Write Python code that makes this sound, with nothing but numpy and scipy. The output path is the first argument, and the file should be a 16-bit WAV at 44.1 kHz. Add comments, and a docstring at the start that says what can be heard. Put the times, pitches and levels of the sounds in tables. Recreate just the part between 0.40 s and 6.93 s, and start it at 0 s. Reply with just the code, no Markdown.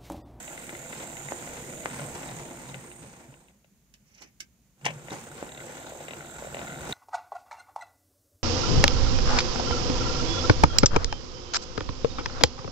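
"""Indoors, a wooden baseboard: a small model locomotive pushes a van round a curve, stops, pulls away again.
Shaft-gated noise drives board, shell and motor-can resonances: drone, gear clatter, brush hiss.
Gear ticks are struck shell modes, rail joints are three-lobed pops with board ring. In the pause a
controller clicks further off (noise bursts, a scrape), then the couplings slam (steel, plastic, board).
Two unlike microphone ports colour it all over a quiet room."""
import sys
import numpy as np
from scipy import signal
from scipy.fft import rfft, irfft, next_fast_len
from scipy.io import wavfile
from scipy.ndimage import map_coordinates

SR = 44100
rng = np.random.default_rng(int(sys.argv[2]) if len(sys.argv) > 2 else 0)


def unload_audio(sound):
    """Save the sound as a 16-bit wav file, at the path given as the first command line argument."""
    columns = np.transpose(np.atleast_2d(sound))
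    # keep every value between -1 and 1, then stretch to whole-number steps
    steps = np.round(np.clip(columns, -1, 1) * 32767)
    wavfile.write(sys.argv[1], SR, steps.astype(np.int16))


def attenuation_scalar(level_db):
    """Turn a level in dB into a linear amplitude multiplier (20 dB per decade)."""
    decades = np.asarray(level_db, float) / 20
    return 10 ** decades


N = 287973
T = np.arange(N) / SR
SIZE = next_fast_len(N + SR // 2)
HZ = np.fft.rfftfreq(SIZE, 1 / SR)

# motor shaft, bridged across the stop: (time [s], speed [turns/s])
SHAFT_TPS = [(0, 41.3), (1.8, 37), (2.5, 32.7), (3.1, 21.3), (4.4, 34.6), (4.65, 36), (5.6, 35),
             (5.7, 39.5), (6.05, 42), (6.2, 43.6), (6.53, 55)]
# track effort, heard as board drone: (time [s], level [dB])
EFFORT_DB = [(0, -47.5), (0.85, -45), (1.6, -42.5), (2.0, -43.5), (2.4, -47.5), (2.88, -57), (3.08, -64.5),
             (3.3, -96), (4.36, -70.5), (4.46, -53), (4.58, -51.5), (4.72, -47), (5.96, -45), (6.53, -40.5)]
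# engine to microphone: (time [s], distance [m])
DISTANCE_M = [(0, 0.38), (1, 0.53), (2, 0.88), (4.6, 0.8), (5.3, 0.65), (6.53, 0.76)]
# engine turned end-on in the curve: (time [s], share [0-1])
ASPECT_SHARE = [(0, 0), (1, 0.75), (3, 1), (4.7, 0.7), (5.2, 0.1)]
# baseboard resonances: (centre [Hz], width [Hz], gain [dB])
BOARD_MODES = [(66, 26, -12), (241.6, 72, -4.5), (348, 25, 0.5), (496, 102, -3), (668, 123, 1.5),
               (880, 308, -3)]
# strong low board mode: (centre [Hz], width [Hz], gain [dB])
BOOM_MODE = [(140.7, 44, -7)]
# board mode change when fully end-on, one per mode: (change [dB])
BOARD_END_ON_DB = [1.5, 1, 1, 2, -2, 1]
# board boom as wheels load it, rise and fall over 20 dB: (peak time [s], level [dB], rise [s], fall [s])
BOOM_SWELLS = [(0.91, -43, 0.12, 0.053), (1.61, -38, 0.027, 0.095), (1.98, -45, 0.12, 0.068),
               (2.39, -45, 0.15, 0.046), (2.61, -49, 0.07, 0.21), (2.885, -46.5, 0.011, 0.069),
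               (4.46, -39.5, 0.036, 0.24), (6.28, -49, 0.31, 0.54)]
# plastic shell and gearbox resonances: (centre [Hz], width [Hz], gain [dB])
SHELL_MODES = [(592, 350, 3.5), (1420, 280, 10), (2020, 367, 7), (2700, 820, 0.5), (3747, 510, 4.5)]
# upper shell modes once the other tooth flank is loaded, one per mode: (change [dB])
PULLING_DB = [6.5, -3, -1, 4]
# brush hiss spectrum: (frequency [Hz], gain [dB])
BRUSH_TONE = [(3500, 1.5), (5000, -6), (6500, -10), (8600, 3), (9800, -2), (15000, 2)]
# motor can resonances: (centre [Hz], width [Hz], gain [dB])
CAN_MODES = [(6500, 400, -4), (7100, 380, 3), (7600, 260, 6.5), (8400, 230, 1)]
# can mode change when fully end-on, one per mode: (change [dB])
CAN_END_ON_DB = [0, -1, -5, 7]
# gear ticks, first of each run: (time [s], count [turns], level [dB], low knock [dB], favoured pitch [Hz])
GEAR_TICKS = [(0.078, 1, -35, -46, 2500), (0.176, 1, -36.5, -53, 1990), (0.2919, 1, -28.5, -44, 1900),
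              (0.3491, 1, -33.5, -50, 1930), (0.5277, 1, -32.5, -41, 2150), (0.768, 1, -35, -46, 2570),
              (0.885, 1, -31.5, -39, 1930), (1.5933, 1, -29.5, -35.5, 1450), (1.8297, 1, -36, -39, 2240),
              (1.89, 1, -37.5, -53, 3400), (2.298, 1, -45, -64, 3700), (2.3429, 1, -31.5, -46.5, 2280),
              (2.515, 1, -41, -59, 2780), (2.645, 1, -60, -47, 2500), (2.737, 1, -52, -66, 2930),
              (2.94, 1, -51, -54, 2700), (3.084, 1, -55, -73, 2700), (3.244, 1, -56, -59.5, 2700),
              (4.683, 1, -37.5, -41, 2020), (4.706, 1, -36.5, -65, 3930), (5.091, 6, -38, -44.5, 3550),
              (5.174, 2, -35.5, -62, 2230), (5.281, 2, -41.5, -63, 1900), (5.369, 3, -41, -50, 1500),
              (5.52, 5, -63, -38, 1520), (5.604, 1, -41, -39, 3700), (5.682, 3, -29, -37, 2870),
              (5.806, 1, -35.5, -63, 1590), (6.022, 3, -46, -33, 1420), (6.1446, 4, -30, -31.5, 2630),
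              (6.2775, 4, -32, -45, 1610), (6.5244, 1, -25.5, -51, 3580)]
# wheels over rail joints: (time [s], pop peak [dB], pulse width [ms], board ring [dB])
RAIL_JOINTS = [(0.9217, -13.5, 0.38, -47), (1.4584, -9, .26, -36), (4.7185, -25, 0.8, -26),
               (5.0275, -17, 0.48, -42)]
# coupling contacts: (time [s], hook clash [dB], body rattle [dB], rattle t60 [s], board thud [dB])
COUPLING_HITS = [(4.412, -63, -57, 0.049, -52), (4.446, -48.5, -33, 0.11, -37.5),
                 (4.452, -27, -33, 0.081, -41), (4.462, -33.5, -12.5, 0.021, -50),
                 (4.478, -62, -30.5, 0.096, -37), (4.504, -46, -37, 0.034, -40)]
# steel coupling hooks: (centre [Hz], width [Hz], gain [dB])
HOOK_MODES = [(5100, 4100, 0)]
# plastic van body: (centre [Hz], width [Hz], gain [dB])
VAN_MODES = [(670, 150, 6), (1043, 310, 1), (1900, 1200, -1), (3040, 740, 1.5)]
# controller clicks: (time [s], level [dB], t60 [s], thud [dB], rise [ms])
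CONTROL_CLICKS = [(3.54, -39, 0.016, -70, 2.3), (3.818, -30.5, 0.031, -62, 8), (4, -48, 0.04, -73, 3),
                  (4.004, -16, 0.018, -75, 6.4)]
# click spectrum: (frequency [Hz], gain [dB])
CLICK_TONE = [(700, -13), (1500, 0), (2400, 7), (3500, 1.5), (5000, 1.5), (6500, -5.5), (10000, -13),
              (16000, -11)]
# controller housing: (centre [Hz], width [Hz], gain [dB])
HOUSING_MODES = [(500, 700, 0), (2300, 1200, 3), (5800, 2000, -2)]
# room decay: (frequency [Hz], t60 [s])
ROOM_T60_S = [(200, 0.25), (2000, 0.1), (10000, 0.077)]
# quiet room spectrum: (frequency [Hz], gain [dB])
AIR_TONE = [(20, -40), (55, -8), (90, -18.5), (130, -14), (210, -11), (300, -25), (900, -33), (5500, -37.5),
            (6800, -30.5), (8200, -39), (16000, -35)]
# microphone ports: (frequency [Hz], left gain [dB], right gain [dB])
PORT_TONE = [(29.8, 9, 10.5), (1256, -4, -4.5), (2310, 7.5, -3.5), (2960, 3, -3), (3700, -1, -2.5),
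             (4990, 1, 4.5), (6070, -7, 12), (7760, -12.5, 9.5), (8750, -4, 9.5), (9260, -6, 4.5),
             (15200, -9, -1)]
# left-right likeness of noise: (frequency [Hz], correlation [0-1])
LIKENESS = [(40, 0.72), (140, 0.97), (300, 0.84), (600, 0.91), (1200, 0.38), (4000, 0.2), (12000, 0.079)]

GEARS_DB, BRUSHES_DB, BOOM_DB = -15.5, -7.5, -10  # re effort level; gears and brushes at 1 m
PULL_GEARS_DB, PULL_BRUSHES_DB = -2, -2  # change once the engine pulls
PULL_START_S = 4
SLACK_DB = 6.5  # unloaded gears clatter more as the shaft slows; full value at zero speed
TICK_EASE_DB = 1.7  # drop per repeat
SLIDE_S, SLIDE_DB, SLIDE_RISE_S, SLIDE_FALL_S = 3.83, -55, 0.15, 0.067  # direction switch scrape
CONTROL_PAN_DB = 3.5  # controller to the right: this much off left, onto right
AIR_DB = -64.5
LEFT_LAG_SAMPLES = 8
TOP_HZ = 15650


def unit(x):
    """Scales to rms 1, judged on the channel mean."""
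    mean = np.mean(np.atleast_2d(x), axis=0)
    return x / np.sqrt(np.mean(mean ** 2) + 1e-20)


def along(points, hz, column=1):
    """Table values on a log-frequency axis."""
    table = np.transpose(points)
    return np.interp(np.log(hz + 1), np.log(table[0] + 1), table[column])


def filtered(x, response):
    """x through a response given on the HZ grid."""
    return irfft(rfft(x, SIZE) * response, SIZE)[..., :N]


def causal(gain_db):
    """Minimum-phase response with the given gain, by folding the cepstrum."""
    ceps = irfft(np.log(attenuation_scalar(gain_db)), SIZE)
    ceps[1:SIZE // 2] *= 2
    ceps[SIZE // 2 + 1:] = 0
    return np.exp(rfft(ceps))


def modes(table):
    """Sum of second-order resonances with alternating sign."""
    total = 0
    for k, (centre_hz, width_hz, gain_db) in enumerate(table):
        damping = 1j * HZ * width_hz
        total = total + (-1) ** k * attenuation_scalar(gain_db) * damping / (centre_hz ** 2 - HZ ** 2 + damping)
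    return total


def wobble(rate_hz):
    """Smooth random curve, rate_hz knots a second."""
    knots = rng.standard_normal(int(N * rate_hz / SR) + 4)
    return map_coordinates(knots, [T * rate_hz])


def pair():
    """Two noises, alike in the bass and unlike in the treble."""
    turn = np.arccos(np.clip(along(LIKENESS, HZ), 0, 1)) / 2
    noise = rng.standard_normal((2, N))
    mid, side = filtered(noise, np.array([np.cos(turn), np.sin(turn)]))
    return np.array([mid + side, mid - side])


def gate(phase, share, sharp, scatter_db):
    """A swell at each whole phase, each of random size, over a steady part."""
    sizes = attenuation_scalar(scatter_db * rng.standard_normal(int(phase[-1]) + 1))
    u = sharp * (phase % 1)
    return 1 - share + share * sharp * sizes[phase.astype(int)] * u * np.exp(-u)


def bursts(times_s, levels_db, t60s, noise, rise_s):
    """Noise under a rounded rise and exponential decay, one per contact."""
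    envelope = 0
    rises_s = np.broadcast_to(rise_s, len(times_s))
    for start_s, level_db, t60, rise in zip(times_s, levels_db, t60s, rises_s):
        age = np.clip(T - start_s, 0, 1)
        envelope = envelope + attenuation_scalar(level_db - 60 * age / t60) * (1 - np.exp(-(age / rise) ** 2))
    return noise * envelope


def impulses(times_s, sizes_db):
    """Single-sample blows."""
    return np.bincount(np.round(times_s * SR).astype(int), attenuation_scalar(sizes_db), N + SR)[:N]


def tent(peak_s, peak_db, rise_s, fall_s):
    """Swell straight in dB, 20 dB down rise_s before and fall_s after its peak."""
    return attenuation_scalar(peak_db - 20 * np.maximum((peak_s - T) / rise_s, (T - peak_s) / fall_s))


def shifting(x, table, port, changes_db, depth_db, rate_hz):
    """Resonances with given level changes, each fluttering independently."""
    spectrum = rfft(x, SIZE) * port
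    total = 0
    for k, (mode, change_db) in enumerate(zip(table, changes_db)):
        ring = irfft(spectrum * modes([mode]), SIZE)[:, :N]
        total = total + (-1) ** k * attenuation_scalar(change_db + depth_db * wobble(rate_hz)) * ring
    return total


def struck(times_s, levels_db):
    """Blows on the upper shell modes, levels [blow, mode]; each ring swells and dies in its own band."""
    total = 0
    for mode_db, mode in zip(levels_db.T, SHELL_MODES[1:]):
        # cubed for the swell; the mode gain counts once
        response = modes([mode]) ** 3 / attenuation_scalar(2 * mode[2])
        total = total + filtered(impulses(times_s, mode_db), response)
    return total


def locomotive(port):
    """Board, gears and brushes gated by the shaft; silent while the train stands."""
    moving = np.clip(np.abs(T - 3.84) - .52, 0, .03) / .03
    effort_db = np.interp(T, *np.transpose(EFFORT_DB))
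    airborne = attenuation_scalar(effort_db) / np.interp(T, *np.transpose(DISTANCE_M))
    pulls = T > PULL_START_S
    speed_tps = np.interp(T, *np.transpose(SHAFT_TPS))
    aspect = np.interp(T, *np.transpose(ASPECT_SHARE))
    turns = np.cumsum(speed_tps * (1 + 0.014 * wobble(8.7))) / SR
    mesh = gate(turns, share=0.25, sharp=4.8, scatter_db=4.5)  # one tight tooth a turn
    gear_gain = attenuation_scalar(GEARS_DB + PULL_GEARS_DB * pulls)
    brush_gain = attenuation_scalar(BRUSHES_DB + PULL_BRUSHES_DB * pulls)
    engine = gear_gain * gears(turns, mesh, speed_tps, pulls, port) + brush_gain * brushes(turns, aspect, port)
    return moving * (board(mesh, effort_db, aspect, port) + airborne * engine)


def board(mesh, effort_db, aspect, port):
    """Gear-gated noise drones in the board modes; the low mode also booms in swells as wheels load it."""
    changes_db = np.outer(BOARD_END_ON_DB, aspect)
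    drone = unit(shifting(mesh * pair(), BOARD_MODES, port, changes_db, depth_db=2.2, rate_hz=9))
    boom = unit(filtered(pair(), modes(BOOM_MODE) ** 2))
    boom_gain = attenuation_scalar(effort_db + BOOM_DB) + sum(tent(*row) for row in BOOM_SWELLS)
    return attenuation_scalar(effort_db) * drone + boom_gain * boom


def gears(turns, mesh, speed_tps, pulls, port):
    """Tooth- and pole-gated noise in the shell, plus chatter; louder as the unloaded shaft slows."""
    poles = gate(3 * turns, share=0.4, sharp=0.75, scatter_db=5)  # three commutator gaps a turn
    changes_db = np.outer(PULLING_DB, pulls)
    noise = mesh * poles * pair()
    whirr = unit(shifting(noise, SHELL_MODES[1:], port, changes_db, depth_db=2.5, rate_hz=14))
    rattle = attenuation_scalar(2.5) * unit(filtered(chatter(turns), port))
    slack_db = SLACK_DB * (1 - speed_tps / SHAFT_TPS[0][1]) * ~pulls
    return (whirr + rattle) * attenuation_scalar(slack_db)


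def chatter(turns):
    """Loose teeth strike near every third of a turn, in clusters, each on other modes with a low knock."""
    strike_s = np.flatnonzero(np.diff(np.floor(3 * turns))) / SR
    draw = rng.standard_normal((len(strike_s), len(SHELL_MODES) + 1))
    loose_db = 3 * wobble(9)[np.round(strike_s * SR).astype(int), None]
    load_db = np.outer(strike_s > PULL_START_S, PULLING_DB) - 2 * np.arange(len(PULLING_DB))
    strike_s = np.abs(strike_s + .002 * draw[:, 0])
    level_db = np.minimum(loose_db + 6 * draw[:, 1:2] + 6 * draw[:, 2:], 14) + load_db
    knock = filtered(impulses(strike_s, level_db[:, 0] - 2), modes(SHELL_MODES[:1]) ** 2)
    return struck(strike_s, level_db) + knock


def brushes(turns, aspect, port):
    """Hiss pulsed by three commutator gaps a turn, direct and through the motor can."""
    wear = attenuation_scalar(1.23 * np.cos(2 * np.pi * turns))  # commutator runs out of true
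    hiss = gate(3 * turns, share=0.8, sharp=2.2, scatter_db=1.5) * wear * pair()
    changes_db = np.outer(CAN_END_ON_DB, aspect)
    can = shifting(hiss, CAN_MODES, port, changes_db, depth_db=1.9, rate_hz=7)
    direct = filtered(hiss, attenuation_scalar(along(BRUSH_TONE, HZ)) * port)
    return unit(direct + attenuation_scalar(7.5) * can)


def ticks():
    """A catching tooth rings the shell modes nearest its pitch, with a duller knock under it."""
    shaft = np.transpose(SHAFT_TPS)
    rows = []
    for start_s, count, level_db, low_db, pitch_hz in GEAR_TICKS:
        for k in range(round(count)):
            ease_db = TICK_EASE_DB * k
            rows.append((start_s + k / np.interp(start_s, *shaft), level_db - ease_db, low_db - ease_db, pitch_hz))
    tick_s, level_db, low_db, pitch_hz = np.transpose(rows)
    octaves = np.abs(np.log2(pitch_hz[:, None] / np.transpose(SHELL_MODES)[0, 1:]))  # from each mode
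    scatter_db = 2.6 * rng.standard_normal(octaves.shape)
    ring = struck(tick_s, level_db[:, None] + 29 - 19 * octaves + scatter_db)
    t60s = np.full(len(tick_s), .015)
    grit = bursts(tick_s, level_db + 9.5, t60s, rng.standard_normal(N), rise_s=0.0031)
    rattle = filtered(grit, modes(SHELL_MODES[1:]))
    soft = causal(-10 * np.log10(1 + (HZ / 4500) ** 8))  # plastic on plastic: no high treble
    knock = filtered(impulses(tick_s + 0.00127, low_db + 35.0), modes(SHELL_MODES[:1]) ** 2)
    return ring + filtered(rattle, soft) + knock


def joints():
    """A wheel drops into the gap: one pointed three-lobed pop, and the board rings."""
    pop, point = np.zeros(N), 1.4
    for joint_s, peak_db, width_ms, _ in RAIL_JOINTS:
        v = np.clip(np.abs(T - joint_s) / (width_ms / 1000), 0, 30) ** point
        pop -= attenuation_scalar(peak_db) * (1 - point * v) * np.exp(-v)
    joint_s, _, _, ring_db = np.transpose(RAIL_JOINTS)
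    t60s = np.full(len(joint_s), .16)
    rumble = bursts(joint_s, ring_db + 12.0, t60s, rng.standard_normal(N), rise_s=0.00023)
    blow = impulses(joint_s, ring_db + 13)
    return pop + filtered(rumble + blow, modes(BOARD_MODES[1:] + BOOM_MODE))


def couplings():
    """The slack runs out: hooks clash, plastic bodies rattle and the board is jolted."""
    hit_s, clash_db, body_db, t60s, thud_db = np.transpose(COUPLING_HITS)
    steel = unit(filtered(rng.standard_normal(N), modes(HOOK_MODES) ** 2))
    grain = attenuation_scalar(1.8 * wobble(250)) * rng.standard_normal(N)
    plastic = unit(filtered(grain, modes(VAN_MODES) / (1 + (HZ / 4400) ** 4)))
    clash = bursts(hit_s, clash_db, np.full(len(hit_s), .035), steel, rise_s=0.0019)
    rattle = bursts(hit_s, body_db, t60s, plastic, rise_s=0.0013)
    thud = filtered(impulses(hit_s, thud_db + 37), modes(BOARD_MODES[1:] + BOOM_MODE))
    return clash + rattle + thud


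def controller():
    """Thin plastic clicks over a soft thud in the baseboard, and one grainy switch scrape in the housing."""
    click_s, level_db, t60s, thud_db, rise_ms = np.transpose(CONTROL_CLICKS)
    thin = unit(filtered(rng.standard_normal(N), attenuation_scalar(along(CLICK_TONE, HZ))))
    click = bursts(click_s - .002, level_db, t60s, thin, rise_ms / 1000)
    push = bursts(click_s, thud_db + 35, 3 * t60s, rng.standard_normal(N), rise_s=0.0083)
    thud = filtered(push, modes(BOARD_MODES[1:3]))
    housed = filtered(rng.standard_normal((1, N)), modes(HOUSING_MODES))
    no_change_db = np.zeros(len(HOUSING_MODES))
    grain = unit(shifting(housed, HOUSING_MODES, 1, no_change_db, depth_db=4, rate_hz=80)[0])
    scrape = tent(SLIDE_S, SLIDE_DB, SLIDE_RISE_S, SLIDE_FALL_S) * grain
    return click + thud + scrape


def room(x):
    """Noise tail, separate at each port, each frequency dying at its own speed."""
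    hz, t, z = signal.stft(rng.standard_normal((2, SR // 2)), SR, nperseg=256)
    decay = attenuation_scalar(-60 * t / along(ROOM_T60_S, hz)[:, None])
    tail = signal.istft(z * decay, SR, nperseg=256)[1]
    late = np.pad(x, (150, 0))[None]  # 150 samples delay
    return signal.fftconvolve(late, tail / np.linalg.norm(tail[0]), axes=1)[:, :N]


def air(port):
    """Room rumble and microphone hiss; the ports colour it only in part."""
    return attenuation_scalar(AIR_DB) * unit(filtered(pair(), attenuation_scalar(along(AIR_TONE, HZ)) * np.abs(port) ** 0.35))


def ports():
    """Each port has its own cavity colour; the left one is reached a little later."""
    lag = np.exp(-2j * np.pi * HZ * LEFT_LAG_SAMPLES / SR)
    left = causal(along(PORT_TONE, HZ, column=1)) * lag
    right = causal(along(PORT_TONE, HZ, column=2))
    return np.array([left, right])


def scene():
    """Mixes train, hits and air; near hits mostly direct, the controller with much more room."""
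    port = ports()
    near = ticks() + joints() + couplings()
    far = controller()
    panned = attenuation_scalar([[-CONTROL_PAN_DB], [CONTROL_PAN_DB]]) * far
    hits = near + panned + room(attenuation_scalar(-10.5) * near + attenuation_scalar(-3.0) * far)
    return locomotive(port) + filtered(hits, port) + air(port)


def low_pass(x):
    """Removes everything above the highest recorded frequency."""
    return signal.sosfilt(signal.butter(12, 16620, fs=SR, output="sos"), x)


def record(dry):
    """The phone's band limit: nothing from TOP_HZ up."""
    mix = filtered(dry, HZ < TOP_HZ)
    return low_pass(mix)


dry = scene()
out = record(dry)
unload_audio(out)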